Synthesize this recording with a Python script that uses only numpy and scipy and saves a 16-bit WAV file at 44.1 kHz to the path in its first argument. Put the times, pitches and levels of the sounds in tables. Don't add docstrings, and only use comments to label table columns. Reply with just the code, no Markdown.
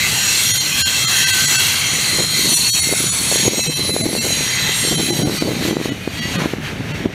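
import sys
import numpy as np
from scipy import signal
from scipy.fft import rfft, irfft, next_fast_len
from scipy.io import wavfile
from scipy.ndimage import uniform_filter1d, map_coordinates

SR = 44100
rng = np.random.default_rng(int(sys.argv[2]) if len(sys.argv) > 2 else 0)


def digitize_waveform(pressure):
    field = np.atleast_2d(pressure).T
    bounded = np.clip(field, -1, 1)
    quanta = np.round(bounded * 32767).astype(np.int16)
    wavfile.write(sys.argv[1], SR, quanta)


def gain_from_db(level_db):
    decades = np.asarray(level_db, float) / 20
    return 10 ** decades


N = 314860

# mode_hz, level_db
LEADING_MODES = [(1545, -33.5), (2019, -34.5), (2665, -34.5), (3257, -35.5), (3817, -41.5), (4183, -33),
                 (5706, -36.5), (6508, -38.5), (6837, -35.5), (7364, -36.5), (7736, -40), (8366, -38),
                 (9534, -38), (10471, -52), (11676, -66)]
FOLLOWING_MODES = [(2070, -39), (2640, -42), (3205, -39), (3854, -38), (4110, -37), (4395, -35),
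                   (5600, -43), (5880, -35), (6336, -44), (6670, -36), (6900, -37), (7687, -38),
                   (8420, -42), (8580, -38), (9415, -36), (10265, -37), (11030, -48), (11750, -47),
                   (12651, -48), (13190, -43), (14373, -53), (15600, -54)]
# time_s, following_share_0_1, doppler_ratio, ringing_0_1
PASSING = [
    (0, .1, 1.017, 1),
    (1.2, .2, 1.015, 1),
    (2, .8, 1.009, 1),
    (3, .95, 1, 1),
    (5, .95, .98, .9),
    (5.4, .95, .977, .4),
    (6.4, .95, .975, .3),
    (6.55, .95, .974, .1),
    (7.14, .95, .974, .1),
]
# time_s, force_db
FLANGE_FORCE = [(0.0, -16.5), (0.45, -13), (0.7, -17.5), (1.3, -13.5), (1.6, -13.5), (1.92, -16),
                (2.6, -15), (3.15, -18.5), (3.34, -14), (3.54, -19), (4.1, -23.5), (4.25, -18.5),
                (4.8, -16.5), (5.5, -25), (6.0, -32.5), (6.4, -20.5), (6.6, -32.5), (7.13, -29)]
# time_s, over_slow_force_db
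FORCE_SWINGS = [(0.82, 3.5), (1.2, 2), (2.29, -3.5), (5.38, 3.5), (5.67, 7.5), (5.86, 6.5), (6.16, 1),
                (6.38, -1), (6.51, 1), (6.6, -2), (6.67, 6), (6.94, 4), (7.1, -2)]
# time_s, turn_0_1
PORT_TURN = [(0.0, 0.22), (0.5, 0.01), (0.8, 0.17), (1.2, 0.07), (1.9, 0.34), (2.6, 0.08), (3.3, 0.21),
             (4.0, 0.11), (4.55, 0.5), (5.1, 0.11), (5.8, 0.49), (6.2, 0.5), (6.42, 0.65), (6.7, 0.7),
             (7.13, 0.84)]
# freq_hz, density_db_per_hz
ROLL_SPECTRUM = [(300, -18), (500, -21), (800, -10.5), (1200, -8), (1700, -4.5), (2200, -2), (2900, -7.5),
                 (4000, -20)]
GRIND_SPECTRUM = [(2200, -17.5), (3000, -1), (4200, 4.5), (4800, 4), (5400, 1.5), (6200, -0.5),
                  (7200, -9.5), (9500, -16.5)]
FIZZ_SPECTRUM = [(6000, -7), (7500, -1.5), (9000, -3), (11000, 2.5), (13000, -0.5), (15600, -7)]
# start_s,
# length_s, pitch_hz, level_db
SQUEALS = [(0.3, .14, 4190, -26), (0.7, .85, 3233, -26), (0.6, .31, 4166, -27), (0.78, .18, 1560, -29),
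           (0.84, .29, 2667, -29), (1.13, .45, 1547, -25), (1.99, .8, 4130, -21.5),
           (2.2, .41, 3210, -30), (2.77, .25, 2143, -32), (2.44, .44, 4382, -20.5),
           (3.2, .6, 4349, -30), (3.6, .25, 3131, -34), (3.5, .25, 2602, -33), (3.6, .52, 4039, -23),
           (4.17, .5, 4029, -27), (4.4, .45, 2028, -29), (4.82, .31, 3128, -28), (4.72, .62, 4013, -26),
           (2.62, .3, 3860, -29), (0.05, .3, 1550, -33), (3.2, .2, 4385, -27), (4.17, .07, 2700, -30),
           (0.42, .3, 5710, -27), (0.47, .24, 6467, -30), (1.12, .18, 5720, -26),
               (1.31, .43, 7735, -27), (1.9, .36, 7702, -31), (2.45, .35, 7630, -32), (2.4, .36, 5872, -23),
               (2.5, .38, 6841, -29), (2.84, .19, 7689, -25), (2.97, .25, 5922, -30),
               (3.04, .13, 6932, -25), (3.07, .21, 7721, -32), (3.45, .3, 7532, -34),
               (3.33, .48, 5788, -29), (3.3, .31, 6652, -21), (4.14, .3, 7478, -35), (4.17, .39, 5816, -29),
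               (4.3, .32, 6591, -27), (4.68, .46, 7455, -30), (0.3, .2, 7360, -28),
           (2.26, .67, 8554, -29), (2.3, .48, 13211, -30), (2.48, .28, 10328, -34),
                (2.43, .27, 9433, -30), (2.8, .33, 13137, -36), (2.82, .3, 9416, -26),
                (2.8, .58, 10255, -26), (2.95, .45, 8395, -32), (3.14, .28, 8497, -33),
                (3.36, .16, 10192, -27), (3.53, .21, 8412, -29), (3.79, .39, 10135, -26),
                (4.15, .55, 8360, -36), (4.22, .33, 10107, -32), (4.67, .15, 11415, -36),
                (4.74, .24, 8615, -31), (4.96, .15, 10078, -30),
           (5.16, .11, 4628, -34), (5.31, .17, 4548, -31), (5.3, .26, 2019, -36),
               (5.47, .14, 3140, -38), (5.62, .22, 4000, -34), (5.62, .3, 1990, -35),
               (5.64, .17, 7180, -40), (5.98, .22, 2470, -35), (6.18, .12, 4530, -32),
               (6.22, .16, 6600, -39), (6.12, .26, 3265, -35), (6.19, .1, 2840, -31),
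               (6.18, .15, 1962, -29)]
# start_s, length_s, pitch_hz, level_db
CHIRPS = [(0.02, 0.06, 6630, -29), (0.12, 0.16, 3190, -29), (0.46, 0.07, 5710, -21),
          (0.46, 0.11, 6600, -27), (0.46, 0.18, 3170, -27), (0.56, 0.06, 4220, -25),
          (0.57, 0.07, 3990, -27), (0.82, 0.08, 3130, -27), (0.92, 0.09, 7750, -30),
          (0.94, 0.07, 2670, -25), (1.15, 0.1, 3110, -26), (1.15, 0.12, 6510, -27),
          (1.19, 0.14, 5630, -26), (1.42, 0.1, 3260, -26), (1.47, 0.07, 2010, -27),
          (1.5, 0.12, 2670, -26), (1.59, 0.06, 4440, -27), (1.61, 0.09, 3240, -27),
          (1.72, 0.17, 9550, -31), (1.76, 0.15, 2790, -29), (1.92, 0.15, 6910, -29),
          (1.92, 0.25, 8640, -32), (2.06, 0.08, 2000, -29), (2.35, 0.06, 3770, -29),
          (2.51, 0.09, 6000, -27), (2.67, 0.1, 3210, -29), (2.69, 0.1, 5980, -28),
          (2.69, 0.14, 7750, -30), (2.72, 0.14, 9410, -27), (2.77, 0.15, 5830, -29),
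          (2.8, 0.13, 2090, -29), (2.89, 0.06, 4430, -26),
          (2.92, 0.19, 6740, -31), (3.0, 0.06, 4080, -29), (3.08, 0.12, 7680, -31),
               (3.09, 0.06, 6930, -24), (3.29, 0.1, 6770, -27), (3.3, 0.08, 4280, -26),
               (3.3, 0.21, 7550, -28), (3.43, 0.09, 10190, -25), (4.17, 0.08, 7470, -32),
               (4.18, 0.14, 2140, -33), (4.29, 0.07, 4020, -24), (4.51, 0.09, 4680, -29),
               (4.64, 0.06, 4010, -28), (4.65, 0.14, 5780, -31), (4.7, 0.32, 6680, -32),
               (4.72, 0.17, 8620, -26), (4.92, 0.07, 7450, -29), (4.99, 0.08, 10080, -28),
               (5.13, 0.16, 10060, -37), (5.14, 0.16, 6570, -34), (5.27, 0.07, 4620, -39),
               (5.34, 0.19, 3990, -33), (5.42, 0.06, 4540, -33), (5.43, 0.06, 3020, -37),
               (5.65, 0.11, 6080, -37), (5.68, 0.07, 3180, -33), (5.68, 0.13, 4540, -39),
               (5.73, 0.1, 3910, -41), (5.88, 0.07, 3210, -43), (5.89, 0.07, 2960, -39),
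               (6.09, 0.28, 4640, -40), (6.5, 0.08, 4000, -44)]
# time_s, peak_db, swing_hz
POPS = [(2.187, -7.5, 455), (2.206, -4.5, 406), (2.927, -2, 372), (3.359, -4, 436), (3.453, -6.5, 390),
        (3.481, -5, 440), (3.535, -4.5, 390), (3.583, -5.5, 274), (3.895, -5.5, 403), (3.965, -1, 488),
        (4.057, -8, 383), (4.97, -11, 327), (5.197, -6, 304), (5.22, -6, 373), (5.252, -10, 181),
        (5.285, -1.5, 271), (5.297, -0.5, 302), (5.424, -1.5, 287), (5.474, -7.5, 275), (5.653, -4, 252),
        (5.698, -10, 317), (5.711, -1.5, 305), (5.769, 1, 327), (5.814, -3.5, 296), (5.858, -2, 318),
        (6.077, -2.5, 332), (6.439, -13, 244), (6.459, 0, 249), (6.537, -2.5, 352), (7.059, 2, 300),
        (1.206, -17, 243), (1.443, -15, 218), (1.518, -18, 294), (2.134, -13, 300),
                  (2.215, -14, 310), (2.373, -15, 357), (2.394, -11, 330), (2.414, -13, 279),
                  (2.434, -16, 268), (2.448, -12, 310), (2.458, -11, 363), (2.473, -15, 273),
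                  (2.522, -11, 259), (2.532, -14, 284), (2.75, -20, 182), (2.873, -13, 290),
                  (2.892, -11, 536), (2.917, -10, 347), (2.937, -4, 558), (3.005, -10, 306),
                  (3.042, -10, 344), (3.215, -13.5, 261), (3.316, -6, 560), (3.325, -5, 544),
                  (3.338, -20, 311), (3.35, -16, 353), (3.398, -9, 377), (3.512, -13, 306),
                  (3.544, -8, 500), (3.575, -12, 344), (3.593, -6, 522), (3.69, -16, 253), (3.698, -8, 277),
                  (3.795, -9, 382), (3.807, -12, 308), (3.852, -16, 423), (3.879, -19, 292),
                  (3.905, -8, 350), (3.939, -12, 272), (4.012, -5, 326), (4.036, -22, 343),
                  (4.079, -13, 300), (4.091, -14, 452), (4.114, -10, 288), (4.131, -8, 437),
                  (4.138, -12, 259), (4.152, -5, 507), (4.165, -7, 419), (4.199, -6, 272),
                  (4.245, -11, 496), (4.253, -8, 400), (4.267, -12, 507), (4.296, -15, 312),
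                  (4.306, -8, 532), (4.373, -16, 388), (4.409, -10.5, 387), (4.694, -7.5, 400),
                  (4.832, -13, 207), (4.841, -15, 511), (4.851, -7, 370),
        (4.875, -10, 388), (4.912, -9, 241), (4.925, -5.5, 553), (4.943, -9, 278),
                 (4.987, -8, 217), (5.011, -7.5, 358), (5.033, -9, 281), (5.045, -13, 277),
                 (5.063, -11, 297), (5.089, -9, 257), (5.108, -4, 376), (5.125, -6, 247), (5.135, -17, 250),
                 (5.151, -15, 216), (5.175, -12, 277), (5.182, -17, 395), (5.23, -10, 200),
                 (5.239, -12, 304), (5.272, -4, 257), (5.325, -11, 251), (5.364, -17, 209),
                 (5.382, -14, 300), (5.411, -12, 252), (5.44, -23, 285), (5.458, -6, 200),
                 (5.486, -22, 252), (5.498, -9, 282), (5.508, -6, 377), (5.517, -6.5, 314),
                 (5.535, -9, 264), (5.568, -7, 181), (5.577, -11, 302), (5.598, -12, 213), (5.61, -11, 215),
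                 (5.626, -6, 312), (5.663, -5.5, 275), (5.678, -12, 270), (5.686, -8, 367), (5.73, -3, 305),
                 (5.739, -7, 308), (5.757, -10, 282), (5.78, -15, 382), (5.802, -5, 313), (5.893, -14, 226),
                 (5.905, -14, 336), (5.922, -8, 338), (6.206, -12, 222), (6.318, -13, 228),
                 (6.359, -9, 236), (6.381, -8, 239), (6.568, -19, 185), (6.586, -8, 238), (6.602, -17, 281),
                 (6.733, -15, 232), (6.808, -7.5, 223), (6.948, -14, 310), (6.974, -18, 186),
                 (7.013, -21, 260), (7.043, -15, 256), (7.072, -11, 274)]
# peak_s, peak_db, rise_s
GUSTS = [(1.3, -49, 0.69), (1.98, -27.5, 0.083), (2.199, -18, 0.065), (2.4, -30, 0.037),
         (2.5, -25.5, 0.081), (2.93, -22, 0.042), (3.03, -33, 0.087), (3.21, -34, 0.036), (3.34, -26, 0.11),
         (3.48, -14, 0.059), (3.69, -17.5, 0.041), (3.93, -22, 0.3), (4.07, -18, 0.15), (4.25, -25, 0.32),
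         (4.68, -32, 0.086), (4.97, -16.5, 0.099), (5.119, -15, 0.062), (5.23, -12, 0.11),
         (5.47, -13.5, 0.082), (5.58, -26, 0.077), (5.7, -19.5, 0.18), (5.91, -20, 0.067),
         (6.25, -26.5, .2), (6.4, -19, 0.17), (6.45, -15, 0.036), (6.75, -35, 0.27), (7.0, -23.5, 0.13),
         (7.06, -12.5, 0.047)]
# freq_hz, density_db_per_hz
BUFFET_SPECTRUM = [(35, -47), (60, -10), (144, 0.5), (334, -2.5), (691, -13), (899, -18), (1070, -23),
                   (1200, -26), (1560, -45), (2640, -120)]
# freq_hz, density_db_per_hz
RUMBLE_SPECTRUM = [(13, -57), (22, -28), (58, -9.5), (134, 0.5), (258, -9), (370, -16.5), (422, -14.5),
                   (700, -20.5), (910, -24), (1540, -120)]
LOST_SINGLE = [.531, .592, 1.065, 1.257, 1.321, 1.469, 1.576, 2.557, 2.813, 3.111, 3.622, 3.689, 3.75,
               3.924, 4.029, 4.2, 4.969, 5.117, 5.245, 5.396, 5.907, 6.206, 6.377, 6.931]
LOST_DOUBLE = [
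    .84,
    2.719,
]


def unit(x):
    return x / np.sqrt(np.mean(x ** 2) + 1e-20)


def curves(rows):
    time_s, *columns = np.transpose(rows)
    return [np.interp(np.arange(N) / SR, time_s, column) for column in columns]


def slow(rule):
    t = np.arange(0, N / SR + .002, .002)
    return np.interp(np.arange(N) / SR, t, rule(t))


def wobble(rate_hz, size=N):
    knots = rng.standard_normal(2000)
    return map_coordinates(knots, [np.arange(size) * rate_hz / SR], mode="wrap")


def filtered(x, response):
    size = next_fast_len(N + 8192)
    gain = response(np.fft.rfftfreq(size, 1 / SR))
    return irfft(rfft(x, size) * gain, size)[:N]


def coloured(x, points):
    f, db = np.transpose(points)
    return unit(filtered(x, lambda hz: gain_from_db(np.interp(np.log(hz + 1), np.log(f), db, -120, -120))))


def patchy(depth_db, bins, frames):
    z = signal.stft(rng.standard_normal(N + 512), nperseg=512)[2]
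    field = uniform_filter1d(rng.standard_normal(z.shape), bins, axis=0)
    field = uniform_filter1d(field, frames, axis=1)
    return signal.istft(z * gain_from_db(depth_db * unit(field)), nperseg=512)[1][:N]


def rolling_wheels():
    force_db, turn = flange_force_db(), curves(PORT_TURN)[0]
    swing_db = force_db - uniform_filter1d(force_db, SR)
    roll_db = -6.5 + 15.5 * turn - 0.31 * swing_db
    fizz_db = -2.5 - 10 * turn
    share, ratio, ringing = curves(PASSING)
    leading = wheel_set(LEADING_MODES, width_hz=84, floor_db=-6, tilt_db=4.5)
    following = wheel_set(FOLLOWING_MODES, width_hz=75, floor_db=-10, tilt_db=4)
    following = map_coordinates(following, [np.cumsum(ratio)], mode="mirror")
    steel = np.sqrt(1 - share) * leading + np.sqrt(share) * following
    scrape = unit(patchy(depth_db=1.3, bins=4, frames=20))
    steel = np.sqrt(ringing) * steel + np.sqrt(1 - ringing) * scrape
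    sound = gain_from_db(roll_db) * coloured(steel, ROLL_SPECTRUM) + coloured(steel, GRIND_SPECTRUM)
    sound += gain_from_db(fizz_db + 0.66 * wobble(16)) * coloured(steel, FIZZ_SPECTRUM)
    total = np.sqrt(1 + gain_from_db(2 * roll_db) + gain_from_db(2 * fizz_db))
    return gain_from_db(force_db - 2.5 + 0.32 * wobble(20)) * sound / total


def wheel_set(modes, width_hz, floor_db, tilt_db):
    def power(f):
        total = gain_from_db(2 * floor_db)
        for mode_hz, db in modes:
            height = gain_from_db(2 * (db + 38.5 + tilt_db * np.log2(mode_hz / 4000)))
            total = total + height / (1 + (2 * (f - mode_hz) / width_hz) ** 2)
        return total
    friction = patchy(depth_db=3.0, bins=3, frames=30)
    return unit(filtered(friction, lambda f: np.sqrt(power(f))))


def flange_force_db():
    swing_s = 0.056
    swings = slow(lambda t: sum(db * np.exp(-((t - s) / swing_s) ** 2) for s, db in FORCE_SWINGS))
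    return curves(FLANGE_FORCE)[0] + swings


def squeals():
    catch_s = .047
    out = np.zeros(N + SR)
    events = SQUEALS + CHIRPS
    for start, length, hz, db in events:
        top, end = start + 0.5 * length, start + length
        t = np.arange(max(start - catch_s, 0), end + catch_s, 1 / SR)
        knots_s = [start - catch_s, start, top, end, end + catch_s]
        swell_db = np.interp(t, knots_s, [-59, -3.0, 1.0, -5.0, -48])
        pitch_hz = hz * (1 - .008 * (t - (start + end) / 2)) + 40000 / hz * wobble(60, len(t))
        tone = np.sin(2 * np.pi * np.cumsum(pitch_hz) / SR)
        level_db = db - 2.6 + 0.17 * np.log2(hz / 6000) + swell_db + 2.6 * wobble(65, len(t))
        out[round(t[0] * SR):][:len(t)] += np.sqrt(2) * gain_from_db(level_db) * tone
    return out[:N]


def wind():
    lump_db = 9.0 * np.tanh(.7 * wobble(90))
    lumps = unit(gain_from_db(lump_db) * coloured(rng.standard_normal(N), BUFFET_SPECTRUM))
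    return wind_pops() + gain_from_db(-2) * gust_gain() * lumps


def wind_pops():
    out, t = np.zeros(N + SR), np.arange(-.012, .02, 1 / SR)
    for s, db, hz in POPS:
        cycles, weak_db = t * hz, max(-db, 0)
        lean = rng.normal(0, 0.3 + 0.07 * weak_db)
        decay = np.exp(-abs(cycles / (0.5 + 0.02 * weak_db)) ** 1.47)
        swing = np.cos(2 * np.pi * cycles + lean) * decay
        tip = 0.8 * gain_from_db(-0.5 * weak_db) * np.exp(-(cycles / 0.07) ** 2)
        out[round((s - .012) * SR):][:len(t)] -= gain_from_db(db - 5.5) * (swing + tip)
    return filtered(out[:N], lambda hz: 1 / (1 + (95 / (hz + 1)) ** 4))


def gust_gain():
    calm_db, climb_db, fall_over_rise = -37.5, 14, 0.89

    def slope_db(t, peak_s, peak_db, rise_s):
        away_s = np.maximum(peak_s - t, (t - peak_s) / fall_over_rise)
        return peak_db - climb_db * away_s / rise_s
    gust_db = slow(lambda t: np.max([slope_db(t, *gust) for gust in GUSTS], axis=0))
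    return np.hypot(gain_from_db(calm_db), gain_from_db(gust_db))


def scuff():
    centre_s, half_s, level_db, centre_hz = 6.4, 0.064, -24, 1100
    t = np.arange(N) / SR
    band = filtered(rng.standard_normal(N), lambda hz: np.exp(-np.log((hz + 1) / centre_hz) ** 2))
    return gain_from_db(level_db) * np.exp(-((t - centre_s) / half_s) ** 4) * unit(band)


def car_rumble():
    level_db = -32 + 5.5 * curves(PORT_TURN)[0] + .9 * wobble(15)
    return gain_from_db(level_db) * coloured(rng.standard_normal(N), RUMBLE_SPECTRUM)


def scene():
    return np.tile(rolling_wheels() + squeals() + wind() + scuff() + car_rumble(), (2, 1))


def ducked(x):
    threshold_db, duck_share, attack_s, recovery_db_per_s = -17.5, 0.51, 0.0067, 110
    pressure = abs(filtered(x, lambda hz: hz < 800))
    level_db = 20 * np.log10(abs(uniform_filter1d(pressure, size=128)) + 1e-6)
    back_db = recovery_db_per_s * np.arange(N) / SR
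    over_db = np.maximum.accumulate(np.maximum(level_db - threshold_db, 0) + back_db) - back_db
    lag = round(attack_s * SR)
    return x * gain_from_db(-duck_share * uniform_filter1d(np.pad(over_db, (lag, 0))[:N], lag))


def bridged(x):
    frame, fine = 1024, 8
    size = 2 * fine * frame
    out = x.copy()
    for s in LOST_SINGLE + LOST_DOUBLE:
        half = frame * (3 if s in LOST_DOUBLE else 2) // 2
        mid, k = round(s * SR), np.arange(-half, half)
        around = x[mid - frame:mid + frame] * np.hanning(2 * frame)
        z = rfft(np.roll(np.pad(around, (0, size - 2 * frame)), -frame))
        tops = signal.find_peaks(abs(z), distance=110)[0]
        tops = tops[np.argsort(abs(z[tops]) * (tops + 900) ** .25)[-10:]]
        bass = np.argmax(abs(z[:round(160 * size / SR)]))
        tops = np.union1d(tops, bass)
        held = np.real(z[tops] @ np.exp(2j * np.pi * np.outer(tops, k) / size))
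        held *= gain_from_db(-3.0) * x[mid + k].std() / held.std()
        fade = np.clip((half - abs(k)) / frame, 0, 1)
        out[mid + k] = (1 - fade) ** 0.63 * x[mid + k] + fade ** 0.47 * held
    return out


def low_pass(x):
    return signal.sosfilt(signal.butter(12, 16290, fs=SR, output="sos"), x)


def record(dry):
    top_hz, notch_hz, half_width_hz = 15750, 5015, 95
    notch = lambda hz: (hz < top_hz) * (1 - .93 / (1 + ((hz - notch_hz) / half_width_hz) ** 2))
    x = bridged(ducked(filtered(dry[0], notch)))
    x = x / (1 + abs(x / .9) ** 6) ** (1 / 6)
    mix = np.array([x, x])
    return low_pass(mix)


dry = scene()
out = record(dry)
digitize_waveform(out)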